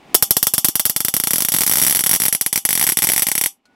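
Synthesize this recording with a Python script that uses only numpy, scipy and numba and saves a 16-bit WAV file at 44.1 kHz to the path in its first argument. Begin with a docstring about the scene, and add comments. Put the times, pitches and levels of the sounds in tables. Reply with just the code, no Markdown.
"""Sparks in a glass jar

A high-voltage spark gap fires in an upturned jar in a small workshop: single snaps, then a fast,
uneven crackle. Each spark is a sharp pressure pulse that rings the air in the jar and the glass,
then dies away in the room. Soft pops, a few knocks and a last faint tick are heard too. The snaps
overload the close microphone, which adds a low thump to each, and the recorder turns itself down."""
import sys
import numpy as np
from scipy import signal
from scipy.fft import rfft, irfft
from scipy.io import wavfile
from scipy.ndimage import uniform_filter1d
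from numba import njit

SR = 44100
rng = np.random.default_rng(int(sys.argv[2]) if len(sys.argv) > 2 else 0)


def persist_wave(psi):
    """Save psi, clipped to +-1, as 16-bit WAV."""
    counts = np.round(np.clip(psi, -1, 1) * 32767).astype(np.int16)
    wavfile.write(sys.argv[1], SR, np.atleast_2d(counts).T)


N = 165375
TAPS = 8192  # samples in one short sound
HZ = np.fft.rfftfreq(TAPS, 1 / SR)  # the frequencies in that sound
AGE = np.arange(TAPS) / SR  # seconds since it began
HOLLOW_T60_S = 0.021  # for knocks and pops; a t60 is the time to fade by 60 dB

# The sparks that jump the gap. Each row: start in seconds, relative strength in dB.
SPARKS = [(0.145, -6), (0.1488, 0.5), (0.1511, -1.5), (0.225, 4), (0.3078, 4), (0.3674, 3.1), (0.4283, 3.5),
          (0.4692, 3.5), (0.5376, 3.6), (0.5806, 3.3), (0.6457, 7.5), (0.6521, -2), (0.685, 1.6),
          (0.7549, 2.5), (0.7964, 0.5), (0.7998, -3), (0.8538, 3), (0.8625, -1.5), (0.8972, 1), (0.9629, 2),
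          (1.0045, 0), (1.0486, 1.5), (1.0837, -0.5), (1.1399, 1.5), (1.166, 0.5), (1.2, -1.5),
          (1.2373, 0.2), (1.272, 1.5), (1.3075, 0), (1.3337, 1), (1.3387, -6.5), (1.3585, -0.8),
          (1.3823, -1), (1.4054, -1.5), (1.4219, -0.5), (1.449, 0.5), (1.486, 0.2), (1.5199, 0.5),
          (1.5396, 0.5), (1.5467, -1.5), (1.5643, -1), (1.586, 0.2), (1.6077, 2.3), (1.618, -1),
          (1.6353, -1), (1.6647, 0.5), (1.6767, 0.5), (1.6963, -0.5), (1.7139, 0), (1.723, -2),
          (1.7358, 1.5), (1.7565, -0.5), (1.7709, 1), (1.7838, 1), (1.7985, -1), (1.8165, -1), (1.824, 1),
          (1.836, 0.3), (1.849, -1.5), (1.866, 0), (1.8727, 0), (1.8818, -4), (1.897, 0), (1.909, 0.5),
          (1.9253, -1), (1.9491, 0), (1.9592, -1.5), (1.9697, -2), (1.992, 1), (2.008, -2.5),
          (2.0386, -0.2), (2.0628, -0.5), (2.0682, -2), (2.0935, 0.5), (2.1124, 3.5), (2.132, -1),
          (2.138, 2), (2.15, -3), (2.1608, -0.5), (2.201, 0), (2.2194, 0), (2.2364, -1.5), (2.2536, 1),
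          (2.2622, -3.5), (2.2823, -0.5), (2.3266, 1.7), (2.3494, -1.3), (2.4116, 1.5), (2.4627, 0.5),
          (2.5283, 1), (2.5586, 1.5), (2.5764, -1.3), (2.6518, 4), (2.69, 0), (2.707, 0.5), (2.729, 0),
          (2.7529, 1.5), (2.7763, -1), (2.796, -0.5), (2.813, 0.5), (2.8265, 0), (2.8395, 1),
          (2.8675, -1.5), (2.8745, -1.5), (2.89, 0.5), (2.898, -2), (2.921, -0.5), (2.9713, 2.5),
          (2.9885, -0.5), (3.0215, 0.5), (3.0287, -1), (3.0394, 0.5), (3.0459, -1.5), (3.071, -0.5),
          (3.0895, 0.8), (3.099, -1.5), (3.119, -1), (3.1351, 0), (3.1624, -0.2), (3.1789, 2),
          (3.195, -1.5), (3.2213, 3.5), (3.23, -5.5), (3.2683, 0.5), (3.2864, -1.7), (3.3162, 0),
          (3.353, 0), (3.3789, 0.6), (3.4124, 1), (3.4384, -0.5), (3.46, 0.4)]


def amp(db):
    """Turns decibels into a number to multiply by."""
    return 10 ** (np.asarray(db) / 20)


def curve(points, hz):
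    """Joins a table's frequency and dB points into a curve, on a scale of octaves."""
    point_hz, db = np.transpose(points)
    return np.interp(np.log(hz + 1), np.log(point_hz + 1), db)


def add(mix, start_s, sound):
    """Mixes a sound in at its start time."""
    part = mix[..., round(start_s * SR):][..., :sound.shape[-1]]
    part += sound[..., :part.shape[-1]]


def causal(db):
    """Makes a filter with these levels that rings only after a sound arrives, never before."""
    log_gain = np.log(amp(np.concatenate([db, db[..., -2:0:-1]], -1)))
    return np.exp(np.conj(signal.hilbert(log_gain)))[..., :len(HZ)]


def coloured(x, points):
    """Gives each row of sound the tone that a table of frequencies and levels describes."""
    taps = irfft(causal(curve(points, HZ)))[:TAPS // 4]
    return signal.oaconvolve(x, taps[None], axes=1)[:, :x.shape[1]]


def ring(tones):
    """Adds up fading pure tones, each with a pitch in Hz, a level in dB and a t60 in seconds."""
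    return sum(amp(db - 60 * AGE / t60) * np.sin(2 * np.pi * hz * AGE) for hz, db, t60 in tones)


def workshop():
    """Dull room noise that slowly sinks and dips briefly near the end."""
    # The tone of the noise. Each row: frequency in Hz, relative level in dB.
    tone = [(30, -14), (100, -14.5), (250, 1), (500, -11.5), (800, -6.5), (1600, -19), (2300, -13.5),
            (4000, -23.5), (16000, -43)]
    # Its loudness over time. Each row: time in seconds, level in dB.
    loudness = [(0, -46), (.13, -40), (.3, -46.5), (3.5, -53.5), (3.628, -61), (3.682, -53), (3.75, -49.5)]
    hz = np.fft.rfftfreq(N, 1 / SR)
    # Both ears share "mid"; "side" is what sets left and right apart.
    mid, side = irfft(rfft(rng.standard_normal((2, N))) * amp(curve(tone, hz)), N)
    noise = np.array([mid + 0.18 * side, mid - 0.18 * side]) / mid.std()
    return noise * amp(np.interp(np.arange(N) / SR, *np.transpose(loudness)))


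def metal_tick():
    """One faint metallic tick after the last spark: a puff of noise and a thin ring."""
    # The tick's ring. Each row: pitch in Hz, level in dB, t60 in seconds.
    tones = [(1464, -49, 0.78), (4250, -43, 0.045)]
    noise = uniform_filter1d(rng.standard_normal(TAPS), size=3)
    fade = amp(-39.5 - 60 * AGE / 0.071)
    out = np.zeros(N)
    add(out, start_s=3.655, sound=ring(tones) + fade * noise)
    return out


def knocks():
    """Short hollow knocks come with a few of the sparks, a little to the right."""
    # Each row: start in seconds, level in dB, pitch in Hz, overtone level in dB relative to the knock.
    hits = [(0.1475, 1.5, 393, -4), (0.2252, -1.5, 474, 1), (0.3083, -9, 370, -11), (0.3689, -4, 430, 0),
            (0.582, -8, 201, -11), (0.687, 1, 315, -18), (1.142, 0, 262, -10), (1.274, -10.5, 490, 2),
            (1.336, 2, 225, -16), (1.546, 2.5, 165, -12), (1.617, -6.5, 434, -8), (2.921, -8, 337, -11),
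            (3.099, -4, 407, -0.5)]
    out = np.zeros(N)
    for start_s, db, hz, overtone_db in hits:
        add(out, start_s, ring([(hz, db, HOLLOW_T60_S), (hz * 1.7, db + overtone_db, HOLLOW_T60_S)]))
    bass_cut = signal.butter(2, 196, "high", fs=SR)
    left_right_db = [-5.5, -0.5]
    return signal.lfilter(*bass_cut, out) * amp(left_right_db)[:, None]


def pops():
    """Every spark gives a soft hollow pop: two tones, each at a random pitch and left-right position."""
    low_hz, high_hz, pop_db = 140, 959, -14.5
    out = np.zeros((2, N))
    for (start_s, db), pair in zip(SPARKS, rng.random((len(SPARKS), 2, 2))):
        for height, left in pair:
            hz = low_hz * (high_hz / low_hz) ** height
            tone = ring([(hz, pop_db + db, HOLLOW_T60_S)])
            add(out, start_s, np.outer([left, 1 - left], tone))
    bass_cut = signal.butter(2, low_hz, "high", fs=SR)
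    return signal.lfilter(*bass_cut, out)


def bump(hz, width_hz, db):
    """A resonance boosts the frequencies near its own; a negative dB value makes a dip."""
    return db / (1 + (2 * (HZ - hz) / width_hz) ** 2)


def jar_filter(time_s):
    """The air in the jar favours some pitches, and the microphone adds a treble peak of its own."""
    # Peaks and dips of that air. Each row: pitch in Hz, width in Hz, boost in dB, change in dB a second.
    resonances = [(796, 160, 2.5, 1), (1320, 250, 5, -1.5), (2150, 1100, -1, 3), (2576, 140, -7.5, 1.5),
                  (3590, 300, 6, 0), (3890, 190, -4.5, 0), (5656, 194, 8, 1), (5794, 79, -6.5, -3.5),
                  (5974, 180, 6.5, 1), (7945, 190, 3, 2.2), (9080, 230, -0.5, 3), (10490, 245, 6, 0.5),
                  (11174, 100, 9, 0.5), (14630, 270, -2, -3.5), (14940, 280, 9, -1.5)]
    # The sparks warm the air, so these pitches rise together, then settle.
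    # Each row: time in seconds, shift as a fraction of the pitch.
    warming = [(0.6, -0.018), (1.4, 0.0038), (3.5, 0.00081)]
    stretch = 1 + np.interp(time_s, *np.transpose(warming))
    air_db = sum(bump(hz * stretch, width, db + change * time_s) for hz, width, db, change in resonances)
    microphone_db = bump(hz=11450, width_hz=390, db=8.5)
    response = causal(air_db + microphone_db)
    return response / np.sqrt(np.mean(abs(response) ** 2))


def echoes(t60_s, count):
    """The spectra of dense, fading runs of random echoes, each evened out from bass to treble."""
    spectra = rfft(rng.standard_normal((count, TAPS)) * amp(-60 * AGE / t60_s))
    power = uniform_filter1d(abs(spectra) ** 2, max(3, round(6 / t60_s / HZ[1])), axis=1)
    return spectra * causal(-10 * np.log10(power + 1e-12))


def snap_stage(tone, gain_db, t60_s, side_db, wander):
    """One stage of every snap. 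Wander (0 to 1) sets how much its echoes change with the spark's path."""
    # How unlike left and right are. Each row: frequency in Hz, relative side level in dB.
    stereo_width = [(100, -3.5), (800, -12.5), (1500, -7.5), (2500, -25), (5000, -35.5), (8500, -31.5),
                    (10500, -14.5), (14500, -13.5)]
    body = causal(curve(tone, HZ))
    body *= amp(gain_db) / np.sqrt(np.mean(abs(body) ** 2))
    fade_out = np.minimum(2 - 2 * AGE / AGE[-1], 1) ** 2
    patterns = irfft(echoes(t60_s, count=25) * body) * fade_out
    # All sparks share the first echo pattern; each adds its own blend of the rest.
    common, varying = patterns[0], patterns[1:]
    blend = rng.standard_normal((len(SPARKS), 2, len(varying)))
    blend /= np.linalg.norm(blend, axis=2, keepdims=True)
    mid = np.sqrt(1 - wander ** 2) * common + wander * blend[:, 0] @ varying
    side = amp(side_db) * blend[:, 1] @ coloured(varying, stereo_width)
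    return np.stack([mid + side, mid - side], 1)


def spark_gap():
    """Each spark's pressure pulse cracks, echoes in the jar, rings the glass and fades in the room."""
    # The tones of the first crack, the jar's echoes and the room's echoes.
    # Each row: frequency in Hz, relative level in dB.
    crack_tone = [(100, -17.5), (500, -11.5), (1300, -12), (2750, -10.5), (5000, -6.5), (7000, -9.5),
                  (9000, -8), (11400, -1.5), (13500, 1), (16000, -2.5)]
    jar_tone = [(100, -25.5), (500, -11.5), (1300, -9), (2200, -12.5), (3500, -7), (5000, -1), (7000, -8),
                (9000, 1.5), (13500, 1.5), (16000, -4)]
    room_tone = [(200, -29.5), (600, -19.5), (1200, -11), (1550, -25.5), (1900, -15.5), (2600, -7.5),
                 (3200, 2.5), (3650, -4), (3950, -21.5), (4300, -8), (4600, -3), (7000, 5.5), (9000, 1.5),
                 (13500, 4), (16000, -15)]
    # The ringing glass. 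Each row: pitch in Hz, relative level in dB, t60 in seconds.
    glass_tones = [(797, -61.5, 0.22), (2930, -64, 0.27), (3220, -64, 0.16), (3490, -56.5, 0.12),
                   (5510, -57.5, 0.15), (5674, -61, 0.11), (7100, -58.5, 0.16), (9000, -60.5, 0.12),
                   (10240, -54.5, 0.12)]
    crack = snap_stage(crack_tone, gain_db=2, t60_s=0.004, side_db=-5, wander=0.51)
    jar = snap_stage(jar_tone, gain_db=-2, t60_s=0.043, side_db=1.5, wander=0.87)
    room = snap_stage(room_tone, gain_db=-11, t60_s=0.13, side_db=5.5, wander=0.42)
    push_s, spark_gain_db = 0.0001, 23.5
    pulse = amp(-12.5) * (1 - AGE / push_s) * np.exp(-AGE / push_s)  # a push, then a weaker pull
    glass = ring(glass_tones)
    out = np.zeros((2, N))
    for (start_s, db), snap in zip(SPARKS, crack + jar + room):
        snap_in_jar = irfft(rfft(snap + pulse) * jar_filter(start_s))
        add(out, start_s, amp(spark_gain_db + db) * (snap_in_jar + glass))
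    return out


def scene():
    """The spark gap in its workshop."""
    return spark_gap() + pops() + knocks() + workshop() + metal_tick()


def overloaded_microphone(x):
    """The microphone squashes loud waves lopsidedly, so each snap leaves a low thump."""
    # The tone of the thump. Each row: frequency in Hz, relative level in dB.
    thump_tone = [(20, -36), (60, -31.5), (110, -12), (170, -7.5), (300, -8), (400, -9.5), (490, -21.5),
                  (640, -1), (850, -14), (1150, -17.5), (2200, -14.5), (5000, -45)]
    overload_level, fade_db_per_s = 2.33, 1.07
    squashed = np.tanh(x / overload_level)
    lean = uniform_filter1d(rng.standard_normal(N), size=40)  # tips each thump left or right
    lean *= 0.37 / lean.std()
    strength = amp(-0.46 - fade_db_per_s * np.arange(N) / SR)  # later thumps are weaker
    push = squashed ** 2 * strength * np.array([1 + lean, 1 - lean])  # squaring makes it lopsided
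    return overload_level * (squashed + coloured(push, thump_tone))


@njit
def gain_control(level_db, limit_db, start_db, drop_db_per_s, recover_db_per_s):
    """The recorder's volume in dB: it drops fast while the sound is too loud, then creeps back."""
    out = np.empty(len(level_db))
    gain = start_db
    for i in range(len(out)):
        if level_db[i] + gain > limit_db:
            gain -= drop_db_per_s / SR
        else:
            gain = min(gain + recover_db_per_s / SR, start_db)
        out[i] = gain
    return out


def record(dry):
    """The microphone overloads; the recorder turns down, clips the peaks and cuts the highest treble."""
    x = overloaded_microphone(dry)
    power = uniform_filter1d((x ** 2).mean(0), size=200)
    level_db = 10 * np.log10(abs(power) + 1e-12)
    gain_db = gain_control(level_db, limit_db=-8.5, start_db=-3.5,
                           drop_db_per_s=145.5, recover_db_per_s=0.22)
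    clipped = np.clip(x * amp(gain_db), -1, 1)
    treble_cut = signal.firwin(255, cutoff=16000, window=("kaiser", 8), fs=SR)
    return signal.oaconvolve(clipped, treble_cut[None], "same")


dry = scene()
out = record(dry)
persist_wave(out)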